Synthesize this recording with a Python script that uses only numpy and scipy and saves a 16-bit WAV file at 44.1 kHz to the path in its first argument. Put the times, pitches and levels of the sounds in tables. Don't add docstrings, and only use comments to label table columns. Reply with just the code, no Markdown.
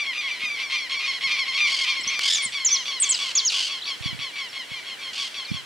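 import sys
import numpy as np
from scipy import signal
from scipy.fft import rfft, irfft, next_fast_len
from scipy.io import wavfile
from scipy.ndimage import map_coordinates

SR = 44100
rng = np.random.default_rng(int(sys.argv[2]) if len(sys.argv) > 2 else 0)


def wav_record(signal):
    frames = np.transpose(np.atleast_2d(signal))
    bounded = np.clip(frames, -1, 1)
    quanta = np.round(bounded * 32767).astype(np.int16)
    wavfile.write(sys.argv[1], SR, quanta)


N = 249165

# (frequency [Hz], density [dB])
BREEZE_SPECTRUM = [(25, -20), (100, -6), (300, -0.5), (700, -0.5), (1100, -3), (1600, 3.5), (3200, 1),
                   (5500, -7.5), (7500, -8), (10000, -12.5), (15000, -25.5)]
# (frequency [Hz], left-right correlation [0-1])
COHERENCE = [(60, 0.037), (250, 0.028), (1000, 0.5), (5000, 0.52), (12000, 1)]
# (frequency [Hz], level re 4th harmonic [dB])
OVERTONES = [(4400, -62), (5500, -5.5), (6600, -15), (7700, -26.5), (12000, -32.5)]
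# (frequency [Hz], gain [dB])
RASP_THROAT = [(500, -23), (1500, -9.5), (2200, -4), (2700, 12), (3200, 2.5), (4300, 1), (5500, -51),
               (7000, -20), (15000, -34)]
# (time [s], top pitch [Hz], length [s], 3rd harmonic level [dB], 2nd re 3rd [dB])
LOW_CALLER = [(.061, 1116, 0.067, -35.5, 4), (.235, 1126, .066, -35, 3.5), (.42, 1103, 0.042, -37, 5),
              (.595, 1106, 0.037, -37, 2.5), (.722, 1093, .042, -32, 0.5), (.919, 1098, .032, -31.5, -1),
              (1.233, 1110, 0.052, -31, 3.5), (1.545, 1120, 0.047, -32, 0.5),
              (1.89, 1109, 0.037, -29.5, -3.5), (2.068, 1113, .036, -34.5, 0.5),
              (2.25, 1097, 0.042, -45, 2), (2.43, 1102, 0.0598, -38, 4), (2.764, 1098, 0.064, -34.5, -4.5),
              (3.415, 1080, 0.0555, -36.5, -9), (3.911, 1084, 0.04, -37, -7.5),
              (4.41, 1083, 0.071, -39.5, -4), (4.905, 1083, 0.044, -40, -1.5),
              (5.567, 1083, 0.04, -39.5, -5)]
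MIDDLE_CALLER = [(.799, 1120, 0.074, -40, 4.5), (1.135, 1115, 0.044, -36.5, 0.5),
                 (1.479, 1091, 0.042, -33.5, 1.5), (1.645, 1097, 0.045, -36, 4),
                 (1.806, 1099, 0.0475, -32, 2.5), (1.964, 1100, 0.05, -33.5, 0.5),
                 (2.38, 1156, 0.05, -34.5, 2), (2.712, 1158, 0.049, -32.5, -4.5),
                 (3.213, 1159, 0.031, -32, -5.5), (3.54, 1143, 0.039, -33.5, -18),
                 (3.878, 1148, 0.045, -34.5, -4), (4.047, 1149, 0.0613, -36.5, -2.5),
                 (4.38, 1147, 0.0505, -36.5, 2), (4.553, 1106, .07, -39.5, 1),
                 (4.709, 1123, 0.048, -43.5, 2), (5.033, 1113, 0.045, -39, -9),
                 (5.195, 1151, 0.053, -34, -8.5), (5.537, 1143, 0.046, -40, -13)]
# (time [s], level re 3rd [dB])
FOURTH_HARMONIC = [(0, -8), (.42, -10), (.73, -2), (1.55, -1.5), (2.1, -3), (3.6, -4), (4.3, -4.5),
                   (5.6, -3.5)]
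# (time [s], length [s], top pitch [Hz], 2nd harmonic level [dB])
ANSWERS = [(0, 0.037, 1195, -28), (0.177, 0.049, 1230, -30.5), (0.311, 0.037, 1189, -32.5),
           (0.45, 0.056, 1246, -31.5), (0.514, 0.063, 1180, -33.5), (0.624, .04, 1187, -32),
           (0.755, 0.042, 1216, -29.5), (0.946, 0.069, 1172, -33), (1.04, 0.028, 1240, -30),
           (1.317, 0.047, 1218, -26.5), (1.381, 0.028, 1182, -33.5), (1.61, 0.079, 1213, -23),
           (1.883, .062, 1222, -28), (2.143, 0.082, 1215, -31), (4.129, 0.031, 1154, -44.5),
           (4.333, .06, 1180, -43), (4.761, 0.065, 1202, -41.5), (4.993, 0.027, 1188, -40.5),
           (5.482, 0.029, 1217, -37.5)]
# (note level [dB], relative rasp level [dB])
ANSWER_RASP = [(-43, -13), (-34.5, -10), (-32.5, -1), (-17, -3.5)]
# (time [s], level [dB])
FLOCK_LEVEL = [(0, -43), (1.8, -40), (3.4, -46), (4, -52), (5.6, -53)]
# (frequency [Hz], T60 [s])
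TREE_DECAY = [(300, 0.053), (3000, 0.62), (9000, 0.51)]
# (time [s], level [dB], frequency [Hz])
BUMPS = [(.433, -40, 232), (1.263, -40.5, 175.7), (1.994, -38.5, 310), (2.067, -36, 214),
         (2.459, -36.5, 207), (4.007, -25, 109), (4.058, -13.5, 124), (4.128, -21, 138), (4.145, -24, 170),
         (4.191, -26, 127), (4.715, -30, 139), (5.503, -29, 110), (5.514, -12, 160), (5.544, -23, 140)]
# (level [dB], left-right gap [rad])
BUMP_PHASE = [(-36, 0.41), (-32.5, 2), (-27, 2.63)]
# (time [s], length [s], pulse rate [Hz], start pitch [Hz], end pitch [Hz],
# mid-call level [dB], swell [dB], roughness [0-1])
SQUAWKS = [(1.673, .184, 43.7, 1432, 1541, -27.5, 0, .58),
           (2.208, .182, 43.4, 1424, 1753, -19.5, 7.5, 0.43),
           (3.12, .196, 43.6, 1414, 1357, -31.5, -0.5, 0.71), (3.498, .19, 47.4, 1398, 1487, -24, 3, 0.61),
           (5.132, .164, 45, 1420, 1543, -30.5, 3.5, .75)]
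# (frequency [Hz], gain [dB])
SQUAWK_THROAT = [(500, 0.5), (1600, -23.5), (2300, -2), (3100, 1), (3900, -1.5), (4800, -1.5), (5700, -8),
                 (6900, -12), (9000, -19.5), (12000, -34.5), (15500, -50)]
# (time of top [s], rise [s], fall [s], top pitch [Hz], end pitch [Hz], level [dB],
# lateness of the fall [exponent])
CHIRPS = [(1.743, 0.0023, 0.014, 5160, 4340, -26, 0.75), (1.768, 0.0023, .012, 5220, 4500, -33, 0.92),
          (1.791, 0.0023, .011, 5010, 4500, -27, 0.75), (2.018, .013, .008, 8040, 7900, -32.5, 1),
          (2.036, 0.0024, 0.019, 5700, 5000, -30.5, .5), (2.08, 0.0055, 0.02, 6120, 6130, -25.5, 1.4),
          (2.338, .003, 0.043, 7340, 5850, -23.5, 0.86), (2.44, 0.019, .026, 9540, 7200, -20, 0.98),
          (2.652, .004, 0.043, 7350, 5230, -17.5, .72), (2.733, 0.029, 0.042, 6150, 3550, -17, 1.84),
          (3.011, 0.011, 0.037, 8870, 6100, -14, .92), (3.101, .011, 0.031, 8010, 6060, -17, 1.1),
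          (3.143, 0.0019, 0.03, 5400, 3700, -23.5, 0.61), (3.358, .006, 0.055, 7170, 3400, -18, 0.98),
          (3.459, 0.0095, 0.051, 6940, 3480, -17.5, 0.94), (4.425, 0.0018, .035, 5500, 4500, -43, 1),
          (4.49, 0.0017, 0.052, 5600, 4000, -44, 1.1), (5.45, 0.0017, 0.0237, 4560, 3760, -35, 1.05),
          (5.51, 0.046, 0.0037, 5300, 5300, -44, 1)]
# (pitch [Hz], gain [dB])
WHISTLE_RANGE = [(3400, -6.5), (4700, -1.5), (7000, -0.5), (8100, -4), (8700, -10), (9800, -11)]
# (time [s], level [dB])
TICKS = [(2.1927, -25.5), (3.522, -40)]


def amp(db):
    return 10 ** (np.asarray(db) / 20)


def unit(x):
    return x / np.sqrt(np.mean(x ** 2) + 1e-20)


def lookup(points, x):
    return np.interp(x, *np.transpose(points))


def along(points, hz):
    knots_hz, values = np.transpose(points)
    return np.interp(np.log(hz + 1), np.log(knots_hz), values)


def filtered(x, response):
    n = x.shape[-1]
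    size = next_fast_len(n + 2048)
    return irfft(rfft(x, size) * response(np.fft.rfftfreq(size, 1 / SR)), size)[..., :n]


def coloured(x, curve):
    return unit(filtered(x, lambda hz: amp(along(curve, hz))))


def wobble(n, rate_hz):
    knots = rng.standard_normal(int(n * rate_hz / SR) + 4)
    return map_coordinates(knots, [np.arange(n) * rate_hz / SR])


def clock(length_s):
    return np.arange(int(length_s * SR)) / SR


def gate(t, length, rise, fall):
    return np.sin(np.pi / 2 * np.clip(np.minimum(t / rise, (length - t) / fall), 0, 1)) ** 2


def add(track, at_s, x):
    i = round(at_s * SR)
    x = x[max(-i, 0):max(N - i, 0)]
    track[max(i, 0):][:len(x)] += x


def spread(pair):
    def weights(hz):
        angle = np.arccos(np.clip(along(COHERENCE, hz), -1, 1)) / 2
        return np.array([np.cos(angle), np.sin(angle)])
    mid, side = filtered(pair, weights)
    return np.array([mid + side, mid - side])


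def breeze():
    air = coloured(spread(rng.standard_normal((2, N))), BREEZE_SPECTRUM)
    air = filtered(air, lambda hz: amp(np.outer([-1, 1], along([(150, 0.77), (1200, 0.3)], hz))))
    sway = amp(0.5 * wobble(N, 4))
    return amp(-43.5) * air * sway


def nasal(pitch_hz, second_db, third_db, fourth_db):
    top_hz = pitch_hz.max()
    effort_db = 8 * np.clip((top_hz - 1130) / 80, 0, 1)
    levels_db = [max(second_db - 20, third_db - 14), second_db, third_db, fourth_db]
    levels_db += [fourth_db + effort_db * (k == 5) + along(OVERTONES, k * top_hz) for k in range(5, 11)]
    phase = 2 * np.pi * np.cumsum(pitch_hz) / SR
    voice = np.zeros(len(phase))
    for k, db in enumerate(levels_db, 1):
        voice += amp(db + wobble(len(phase), 80)) * np.sin(k * phase + rng.uniform(0, 2 * np.pi))
    return np.sqrt(2) * voice


def buzz(pitch_hz, jitter, jitter_hz, throat):
    phase = 2 * np.pi * np.cumsum(pitch_hz * (1 + jitter * wobble(len(pitch_hz), jitter_hz))) / SR
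    return coloured(sum(np.cos(k * phase) for k in range(1, 10)), throat)


def rasp(pitch_hz, levels_db, length_s, start_rate_hz=105):
    t = clock(length_s)
    u = t / length_s
    rate_hz = start_rate_hz * np.exp(0.198 * wobble(len(t), 89)) * (1 + 0.5 * u)
    cycle = np.cumsum(rate_hz) / SR % 1
    bursts = amp(-8.5 * cycle * (1 - u)) * gate(cycle, 0.95, 0.11, 0.13)
    voice = unit(nasal(pitch_hz * (0.975 + 0.025 * wobble(len(t), 443)), *levels_db))
    grit = buzz(np.full(len(t), pitch_hz), jitter=0.089, jitter_hz=900, throat=RASP_THROAT)
    return unit((voice + 0.9 * grit) * bursts) * amp(1.1 * (u - 1)) * gate(t, length_s, 0.0014, 0.01)


def note(track, at_s, length_s, top_hz, levels_db, rasp_db, rise_s, sag_hz_per_s):
    tail_s, fade_db = 0.011, 6.5
    t = clock(rise_s + length_s + tail_s)
    u = np.maximum(t - rise_s, 0) / length_s
    scoop = 1 - 0.035 * np.exp(-t / rise_s)
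    sag_hz = sag_hz_per_s * length_s * (0.3 * u + 0.7 * u ** 2.5)
    pitch_hz = (top_hz - sag_hz) * scoop * (1 + 0.005 * wobble(len(t), 450))
    envelope = amp(2.5 - fade_db * u ** 3) * gate(t, t[-1], rise_s + 0.011, tail_s / 2)
    add(track, at_s - rise_s, nasal(pitch_hz, *levels_db) * envelope)
    stutter_s = np.interp(top_hz, [1160, 1210], [0.024, 0.045])
    add(track, at_s - stutter_s, amp(rasp_db + 2.5) * rasp(top_hz, levels_db, stutter_s + 0.012))


def series(drift, gap_s=0.166):
    columns = np.transpose(drift)
    times_s = columns[0]
    beats = np.cumsum(np.round(np.diff(times_s, prepend=times_s[0]) / gap_s))
    return zip(*(np.interp(np.arange(beats[-1] + 1), beats, column) for column in columns))


def even_callers():
    out = np.zeros(N)
    for at_s, top_hz, length_s, db, second_db in [*series(LOW_CALLER), *series(MIDDLE_CALLER)]:
        levels_db = db + second_db, db, db + lookup(FOURTH_HARMONIC, at_s)
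        note(out, at_s, length_s, top_hz, levels_db, rasp_db=db + 1.47, rise_s=0.007, sag_hz_per_s=2134)
    return out


def answers():
    out = np.zeros(N)
    for at_s, length_s, top_hz, db in ANSWERS:
        levels_db = db, db - 9, db - 11.5
        rasp_db = db + lookup(ANSWER_RASP, db)
        note(out, at_s, length_s, top_hz, levels_db, rasp_db, rise_s=0.016, sag_hz_per_s=1600)
    return out


def flock(count=52):
    out, t = np.zeros(N), clock(0.09)
    u = t / t[-1]
    envelope = gate(t, t[-1], 0.012, 0.025)
    for i, (offset, height) in enumerate(rng.random((count, 2))):
        at_s = (i + offset - 1) / count * N / SR
        tremble = 1 + 0.0373 * (1 - u) ** 2 * wobble(len(t), 486)
        pitch_hz = (1030 + 140 * height) * (1 - 0.1234 * u ** 2) * tremble
        add(out, at_s, amp(lookup(FLOCK_LEVEL, at_s)) * nasal(pitch_hz, -1, -2, -2) * envelope)
    return out


def tree_echo(x, delay_samples=130):
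    hz, t, noise = signal.stft(rng.standard_normal((2, SR // 2)), SR, nperseg=256)
    decay = amp(-60 * t / along(TREE_DECAY, hz)[:, None])
    tail = spread(signal.istft(noise * decay, SR, nperseg=256)[1])
    tail /= np.linalg.norm(tail[0])
    return signal.fftconvolve(np.pad(x, (delay_samples, 0))[None], tail, axes=1)[:, :N]


def bumps(rock_t60_s=0.026, shudder_t60_s=0.33):
    out, t = np.zeros((2, N)), clock(0.133)
    spectrum = [(35, -35), (90, 7), (220, -3), (500, -26), (2000, -45)]
    rock_envelope = gate(t, t[-1], 0.0042, 0.01) * amp(8 - 60 * t / rock_t60_s)
    shudder_envelope = gate(t, t[-1], 0.0037, 0.0092) * amp(-19 - 60 * t / shudder_t60_s)
    for at_s, db, hz in BUMPS:
        shudder = coloured(rng.standard_normal(len(t)), spectrum) * shudder_envelope
        for track, shift_rad, side_db in zip(out, (lookup(BUMP_PHASE, db), 0), (-4, 1)):
            rock = np.sin(2 * np.pi * hz * t + shift_rad) * rock_envelope
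            add(track, at_s, amp(db + side_db) * (rock + np.cos(shift_rad) * shudder))
    return out


def squawks(pulse_s=0.022, arch=0.0694):
    out, t = np.zeros(N), clock(pulse_s)
    bend = 1 + 0.13 * (t / pulse_s - 0.35) ** 2
    envelope = gate(t, pulse_s, 0.0014, 0.0069)
    for at_s, length_s, rate_hz, start_hz, end_hz, db, swell_db, roughness in SQUAWKS:
        for k, u in enumerate(np.linspace(0, 1, round(length_s * rate_hz))):
            effort = 4 * u * (1 - u)
            pitch_hz = (start_hz + (end_hz - start_hz) * u) * (1 + arch * effort)
            voice = buzz(pitch_hz * bend, jitter=0.164 * roughness, jitter_hz=1600, throat=SQUAWK_THROAT)
            crackle = amp(2.5 * roughness * wobble(len(t), 700))
            pulse = unit(voice * crackle) * envelope
            add(out, at_s + k / rate_hz - 0.001, amp(db - swell_db * (1 - effort)) * pulse)
    return out


def whistle(t, pitch_hz, db):
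    phase = 2 * np.pi * np.cumsum(pitch_hz * (1 + 0.012 * wobble(len(t), 680))) / SR
    envelope = amp(db + 2.4 * wobble(len(t), 243)) * gate(t, t[-1], 0.00084, 0.0025)
    return np.sqrt(2) * envelope * (np.sin(phase) + amp(-40) * np.sin(2 * phase))


def chirps(scoop=0.12, swell_db_per_s=348, fade_db=8.5):
    out = np.zeros(N)
    for at_s, rise_s, fall_s, top_hz, end_hz, db, lateness in CHIRPS:
        t = clock(rise_s + fall_s + 0.0033)
        before = np.clip(1 - t / rise_s, 0, 1)
        after = np.clip((t - rise_s) / fall_s, 0, 1)
        u = after ** lateness
        dive = (u + np.sin(np.pi / 2 * u) ** 2) / 2
        pitch_hz = top_hz * (1 - scoop * before ** 1.6) + (end_hz - top_hz) * dive
        envelope_db = -swell_db_per_s * rise_s * before - fade_db * after ** 2.8
        add(out, at_s - rise_s, whistle(t, pitch_hz, db + along(WHISTLE_RANGE, pitch_hz) + envelope_db))
    return out


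def ticks(t60_s=0.011):
    out, t = np.zeros(N), clock(0.012)
    spectrum = [(100, -45), (300, -29), (2000, -2), (4500, -3), (9000, -20), (15000, -37)]
    for at_s, db in TICKS:
        snap = coloured(rng.standard_normal(len(t)), spectrum)
        add(out, at_s, snap * amp(db + 11.5 - 60 * t / t60_s))
    return out


def warble(at_s=3.812, base_hz=3400, climb_hz_per_s=16000, rate_hz=46, depth_hz=480, fade_db_per_s=45):
    out, t = np.zeros(N), clock(0.1)
    swing = -np.cos(2 * np.pi * rate_hz * t)
    pitch_hz = base_hz + climb_hz_per_s * t + depth_hz * swing
    add(out, at_s, whistle(t, pitch_hz, -34.5 - fade_db_per_s * t + 2 * swing))
    return out


def scene(lag_s=1.4e-5):
    calls = even_callers() + answers() + flock()
    harsh = squawks()
    whistles = chirps() + warble()
    placed = filtered(calls, lambda hz: np.exp(np.outer([-1, 1], 1j * np.pi * hz * lag_s)))
    direct = placed * amp([[0.3], [-0.3]]) + harsh + whistles + ticks()
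    echo = tree_echo(amp(-9) * (calls + harsh) + amp(-14) * whistles)
    return direct + echo + bumps() + breeze()


def record(dry):
    limit_hz = 15700
    return filtered(dry, lambda hz: (hz < limit_hz) * amp(along([(25, -16), (65, 0)], hz)))


dry = scene()
out = record(dry)
wav_record(out)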